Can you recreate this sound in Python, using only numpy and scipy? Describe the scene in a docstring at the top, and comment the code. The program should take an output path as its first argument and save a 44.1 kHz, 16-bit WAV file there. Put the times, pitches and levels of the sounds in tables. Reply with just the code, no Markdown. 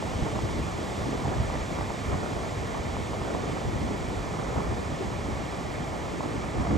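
"""A wide, flat beach, heard from a hand-held camera with two microphone ports out in the wind.
Far off, breakers roar steadily; nearer, the foam of spent waves hisses on the sand as its bubbles burst.
Right on the microphone, eddies of wind rumble, bluster and flutter, swelling in gusts and sinking in lulls.
Single eddies flick the ports, short puffs rasp across them and hard buffets thump on both at once."""
import sys
import numpy as np
from scipy import signal
from scipy.fft import rfft, irfft, next_fast_len
from scipy.io import wavfile
from scipy.ndimage import uniform_filter1d, map_coordinates

SR = 44100
rng = np.random.default_rng(int(sys.argv[2]) if len(sys.argv) > 2 else 0)


def log_audio(samples):
    """Write samples as a 16-bit WAV file to the path given in sys.argv[1]."""
    # one column per channel
    frames = np.atleast_2d(samples).T
    # limit to full scale, then quantise
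    limited = np.clip(frames, -1, 1)
    pcm = np.round(limited * 32767).astype(np.int16)
    wavfile.write(sys.argv[1], SR, pcm)


N = 298557

# Spectrum of air rasping across the ports: (frequency [Hz], relative level [dB])
RASP_SPECTRUM = [(60, -32), (250, -4.5), (480, -4.5), (700, 0.5), (1100, -6), (1450, -12.5), (2000, -19),
                 (4000, -48), (8000, -120)]


def amp(db):
    """Decibels to gain."""
    return 10 ** (np.asarray(db) / 20)


def unit(x):
    """Scaled to rms 1."""
    return x / np.sqrt(np.mean(x ** 2) + 1e-20)


def seconds():
    """The time of each sample."""
    return np.arange(N) / SR


def along(points, hz):
    """(frequency, value) points read at hz, on a log axis."""
    freqs, values = np.transpose(points)
    return np.interp(np.log(hz + 1), np.log(freqs + 1), values)


def filtered(x, response):
    """x through a complex frequency response."""
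    size = next_fast_len(N + SR // 4)
    hz = np.fft.rfftfreq(size, 1 / SR)
    return irfft(rfft(x, size) * response(hz), size)[..., :N]


def wobble(per_s):
    """A smooth random curve with per_s knots a second."""
    knots = rng.standard_normal(4096)
    return map_coordinates(knots, [np.arange(N) * per_s / SR], mode="wrap")


def ragged(slow_db, fast_db):
    """A gain that flickers in quick bursts of bounded height, rms 1."""
    return unit(amp(slow_db * np.tanh(wobble(40)) + fast_db * np.tanh(wobble(150))))


def swell(at, length):
    """A bell-shaped rise and fall around a time, in seconds."""
    return np.exp(-2 * ((seconds() - at) / length) ** 2)


def burst(sound, at, length):
    """A short swell of a sound, with the same energy however the turbulence falls."""
    shape = swell(at, length)
    return np.sqrt(np.mean(shape ** 2)) * unit(shape * sound)


def churn(patchy_db):
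    """Two unrelated noises whose level drifts in shared patches of time and pitch."""
    spectra = signal.stft(rng.standard_normal((2, N)), nperseg=512)[2]
    patches = uniform_filter1d(rng.standard_normal(spectra.shape[1:]), size=7, axis=0)
    patches = uniform_filter1d(patches, size=18, axis=1)
    pair = signal.istft(spectra * amp(patchy_db * unit(patches)), nperseg=512)[1]
    return unit(pair[:, :N])


def stereo_image(pair, colour):
    """Left and right take the first sound in common and the second with opposite signs."""
    # How alike left and right sound; the high foam hiss is the same in both:
    # (frequency [Hz], likeness [0-1])
    likeness = [(60, .5), (300, .47), (420, .32), (650, .6), (1100, .7), (1600, .54), (2350, .8),
                (2620, .7), (3100, .93), (5100, .93), (5400, 1)]
    # Left-right phase of the sound; the top rows spread the faintest high hiss wide:
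    # (frequency [Hz], left lead [rad])
    left_lead = [(60, -.33), (170, -.05), (370, -.5), (490, 1.25), (680, .7), (1000, 1.15), (1180, .95),
                 (1400, 2.3), (1550, 3.8), (1780, 5.4), (2050, 5.6), (2600, 7.05), (4700, 6.75),
                 (5400, 6.28), (8500, 6.28), (10200, 3.14), (12000, 0), (12700, -.2), (13800, -3.14),
                 (15000, -6.28)]
    # Left-right balance: (frequency [Hz], left minus right [dB])
    balance = [(60, -1.1), (400, 0.3), (800, -1.5), (1400, -4.5), (2400, -5.5), (2750, 0.5), (3300, -1),
               (5000, 0)]

    def blend(hz):
        turn = np.arccos(np.clip(along(likeness, hz), 0, 1)) / 2
        shares = np.array([[np.cos(turn), np.sin(turn)], [np.cos(turn), -np.sin(turn)]])
        tilt_db = along(balance, hz)
        left = amp(tilt_db / 2) * np.exp(.5j * along(left_lead, hz))
        sides = np.array([left, 1 / left]) / np.sqrt((amp(tilt_db) + amp(-tilt_db)) / 2)
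        return sides[:, None] * shares * colour(hz)
    return filtered(pair, blend).sum(axis=1)


def in_stereo(pair, spectrum):
    """Two unrelated sounds coloured by a spectrum and blended into left and right, rms 1."""
    return unit(stereo_image(pair, lambda hz: amp(along(spectrum, hz))))


def surf(roar_db=-35.3, foam_db=-46.5, ebb_db_per_s=0.4058, bubbles_per_s=2500, bubble_db=-9):
    """Breakers roar far out; nearer, countless bursting bubbles merge into a slowly ebbing foam hiss."""
    # Spectrum of the far breakers: (frequency [Hz], relative level [dB])
    roar_spectrum = [(15, -50), (50, -10), (130, 1), (400, -3.5), (520, -2.5), (650, -3.5), (1150, -7),
                     (1550, -14.5), (1740, -11.5), (2400, -13.5), (2650, -22), (4000, -32.5), (8000, -42),
                     (12000, -120)]
    # Spectrum of the foam on the sand: (frequency [Hz], relative level [dB])
    foam_spectrum = [(800, -18), (2000, -14), (2700, 0), (3300, 3), (4000, -1.5), (5600, -2.5), (7300, -3),
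                     (8600, -7.5), (10000, -14), (11500, -14), (13000, -29), (15500, -31)]
    roar = amp(roar_db + 0.25 * wobble(2.79)) * in_stereo(churn(patchy_db=0.62), roar_spectrum)
    pops = (rng.random((2, N)) < bubbles_per_s / SR) * rng.standard_normal((2, N))
    fizz = churn(patchy_db=.5) + amp(bubble_db) * unit(pops)
    hiss_db = foam_db - ebb_db_per_s * seconds() + .15 * wobble(5.06)
    return roar + amp(hiss_db) * in_stereo(fizz, foam_spectrum)


def wind_levels(rumble_db=-36, bluster_db=-42, flutter_db=-41.5, rise_db_per_s=0.14):
    """Rumble, bluster and flutter in dB: a slowly rising breeze, lifted by gusts and dropped by lulls."""
    # Gusts: (peak time [s], length [s], rumble change [dB], bluster change [dB], flutter change [dB])
    gusts = [(.33, 0.42, 1.2, 6.5, -0.5), (1.123, 0.34, -2.5, 6, 0), (1.4, 0.77, 3.5, 2, 2.5),
             (2.245, 0.27, -0.5, 4, 6), (3, 0.23, 2, 0, -1), (3.355, 0.22, -1, 9.5, 6.5),
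             (3.846, 0.2, 1, 5, -0.5), (4.62, 0.43, 0, 3, 3.5), (5.19, 0.18, 1, 7.5, 0),
             (6.263, 0.17, -3, 9, -0.5), (6.75, 0.2, 4.5, 5, 1)]
    # Lulls, in which the whole wind drops: (time [s], length [s], depth [dB])
    lulls = [(.85, 0.15, 1.5), (1.67, 0.048, 7.5), (1.947, 0.097, 6.5), (2.6, .15, 1.5), (3.075, 0.054, 4),
             (4.9, .12, 2), (5.648, 0.64, 1.5), (6, 0.14, 1)]
    lulls_db = sum(depth_db * swell(at, length) for at, length, depth_db in lulls)
    gusts_db = sum(np.outer(changes_db, swell(at, length)) for at, length, *changes_db in gusts)
    breeze_db = np.array([[rumble_db], [bluster_db], [flutter_db]]) + rise_db_per_s * seconds()
    return breeze_db - lulls_db + gusts_db


def wind(unlike_gain=0.78):
    """Large eddies rumble on both ports, mid-sized ones bluster, small ones flutter off the casing."""
    # Spectrum of the large eddies: (frequency [Hz], relative level [dB])
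    rumble_spectrum = [(12, -62), (28, -17), (42, -5.5), (60, 0), (100, -1.5), (200, -10.5), (350, -19),
                       (700, -26.5), (2000, -78), (6000, -120)]
    # Spectrum of the mid-sized eddies: (frequency [Hz], relative level [dB])
    bluster_spectrum = [(30, -47), (90, -15), (160, -2), (270, -2.5), (420, -4), (620, -26), (1200, -56),
                        (4000, -120)]
    # Spectrum of the small eddies: (frequency [Hz], relative level [dB])
    flutter_spectrum = [(20, -45), (80, -20), (200, -9), (350, 3), (700, 4), (1100, -7), (1450, -2.5),
                        (2000, -35), (4000, -55), (8000, -120)]
    rumble_db, bluster_db, flutter_db = wind_levels()
    lumps = unit(amp(1.2 * wobble(25)))
    rumble = lumps * in_stereo(churn(patchy_db=0.46) * [[1], [unlike_gain]], rumble_spectrum)
    bluster = ragged(slow_db=4.5, fast_db=5.5) * in_stereo(churn(patchy_db=1.75), bluster_spectrum)
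    flutter = ragged(slow_db=1.5, fast_db=6) * in_stereo(churn(patchy_db=1.0), flutter_spectrum)
    return amp(rumble_db) * rumble + amp(bluster_db) * bluster + amp(flutter_db) * flutter


def flaps(pitch_hz=860, swing_s=0.0008, wake_s=0.0033, wake_db=-17, gain_db=3):
    """The strongest small eddies each flick the ports once: a quick pressure swing, then a rough wake."""
    # Eddies flapping past the ports: (time [s], relative level [dB])
    eddies = [(0.0264, -22), (.3905, -21), (1.5015, -22), (1.7875, -23), (1.8112, -23.5), (1.9048, -21),
              (2.1435, -25), (2.968, -21.5), (3.1337, -24), (3.217, -25.5), (3.3495, -18), (4.566, -22.5),
              (4.605, -23), (6.208, -20)]
    grit = in_stereo(rng.standard_normal((2, N)), RASP_SPECTRUM)[0]
    pair = np.zeros((2, N))
    for at, db in eddies:
        t = seconds() - at
        hz = pitch_hz * np.exp(.08 * rng.standard_normal())
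        swing = np.sin(2 * np.pi * hz * t) * np.exp(-(t / swing_s) ** 2)
        wake = amp(wake_db) * np.clip(t / swing_s, 0, 1) * np.exp(-np.abs(t) / wake_s) * grit
        pair[0] += amp(db + gain_db) * (swing + wake)  # common to left and right
    return stereo_image(pair, colour=lambda hz: 1)


def puffs(gain_db=-1):
    """Quick jets of air rasp across the ports, without a thump."""
    # Jets of air: (time [s], length [s], relative level [dB])
    jets = [(0.262, 0.035, -32.5), (0.363, 0.05, -34.5), (1.266, 0.048, -33), (1.336, 0.035, -32),
            (1.536, 0.044, -33.5), (1.82, 0.012, -33), (2.124, 0.022, -32), (2.764, 0.044, -33.5),
            (3.347, 0.018, -34), (3.575, 0.023, -33), (4.397, 0.033, -32.5), (4.59, 0.019, -33),
            (6.23, .03, -37), (6.64, 0.093, -34), (6.71, 0.017, -36)]
    rasp = ragged(slow_db=2.0, fast_db=6.0) * in_stereo(rng.standard_normal((2, N)), RASP_SPECTRUM)
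    return sum(amp(db + gain_db) * burst(rasp, at, length) for at, length, db in jets)


def buffets(unlike_gain=0.82):
    """Hard gusts strike both ports at once, each a low thump with a burst of tearing air."""
    # Strikes on the microphone: (time [s], length [s], thump level [dB], tearing against thump [dB])
    strikes = [(0.228, 0.018, -22, -28), (.355, .03, -36, 3), (0.445, 0.034, -29, -10),
               (0.588, 0.059, -30, -25), (1.27, 0.047, -28.5, -11), (1.4, 0.065, -28, -25),
               (2.144, 0.025, -25.5, -8), (3.349, .008, -33, 4), (3.677, 0.036, -26.5, -20),
               (3.756, .03, -28.5, -7), (3.84, .06, -32, -2), (4.1, .04, -31.5, -5),
               (4.575, 0.027, -25.5, -6.5), (4.7, 0.049, -29, -14), (5.085, 0.023, -30.5, -17),
               (5.325, 0.034, -31, -22), (6.602, 0.042, -25.5, -3.5), (6.722, 0.034, -26, 1.5),
               (6.76, 0.026, -25, -2)]
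    # Spectrum of the thump: (frequency [Hz], relative level [dB])
    thump_spectrum = [(12, -62), (32, -22), (62, 2), (115, -2), (200, -13), (330, -17), (600, -32),
                      (1500, -55), (5000, -120)]
    # Spectrum of the air tearing off: (frequency [Hz], relative level [dB])
    tearing_spectrum = [(40, -38), (150, 2.5), (300, 2), (500, -7.5), (900, -18.5), (1400, -28),
                        (3000, -57), (7000, -120)]
    thump = in_stereo(rng.standard_normal((2, N)) * [[1], [unlike_gain]], thump_spectrum)
    tearing = in_stereo(rng.standard_normal((2, N)), tearing_spectrum)
    return sum(amp(db) * (burst(thump, at, length) + amp(tearing_db) * burst(tearing, at, length))
               for at, length, db, tearing_db in strikes)


def scene():
    """The sea in the distance, behind the wind on the microphone."""
    return surf() + wind() + buffets() + puffs() + flaps()


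def record(dry):
    """The camera cuts off steeply above its band limit."""
    top_hz = 15700
    return signal.sosfilt(signal.ellip(10, .1, 90, top_hz, fs=SR, output="sos"), dry)


dry = scene()
out = record(dry)
log_audio(out)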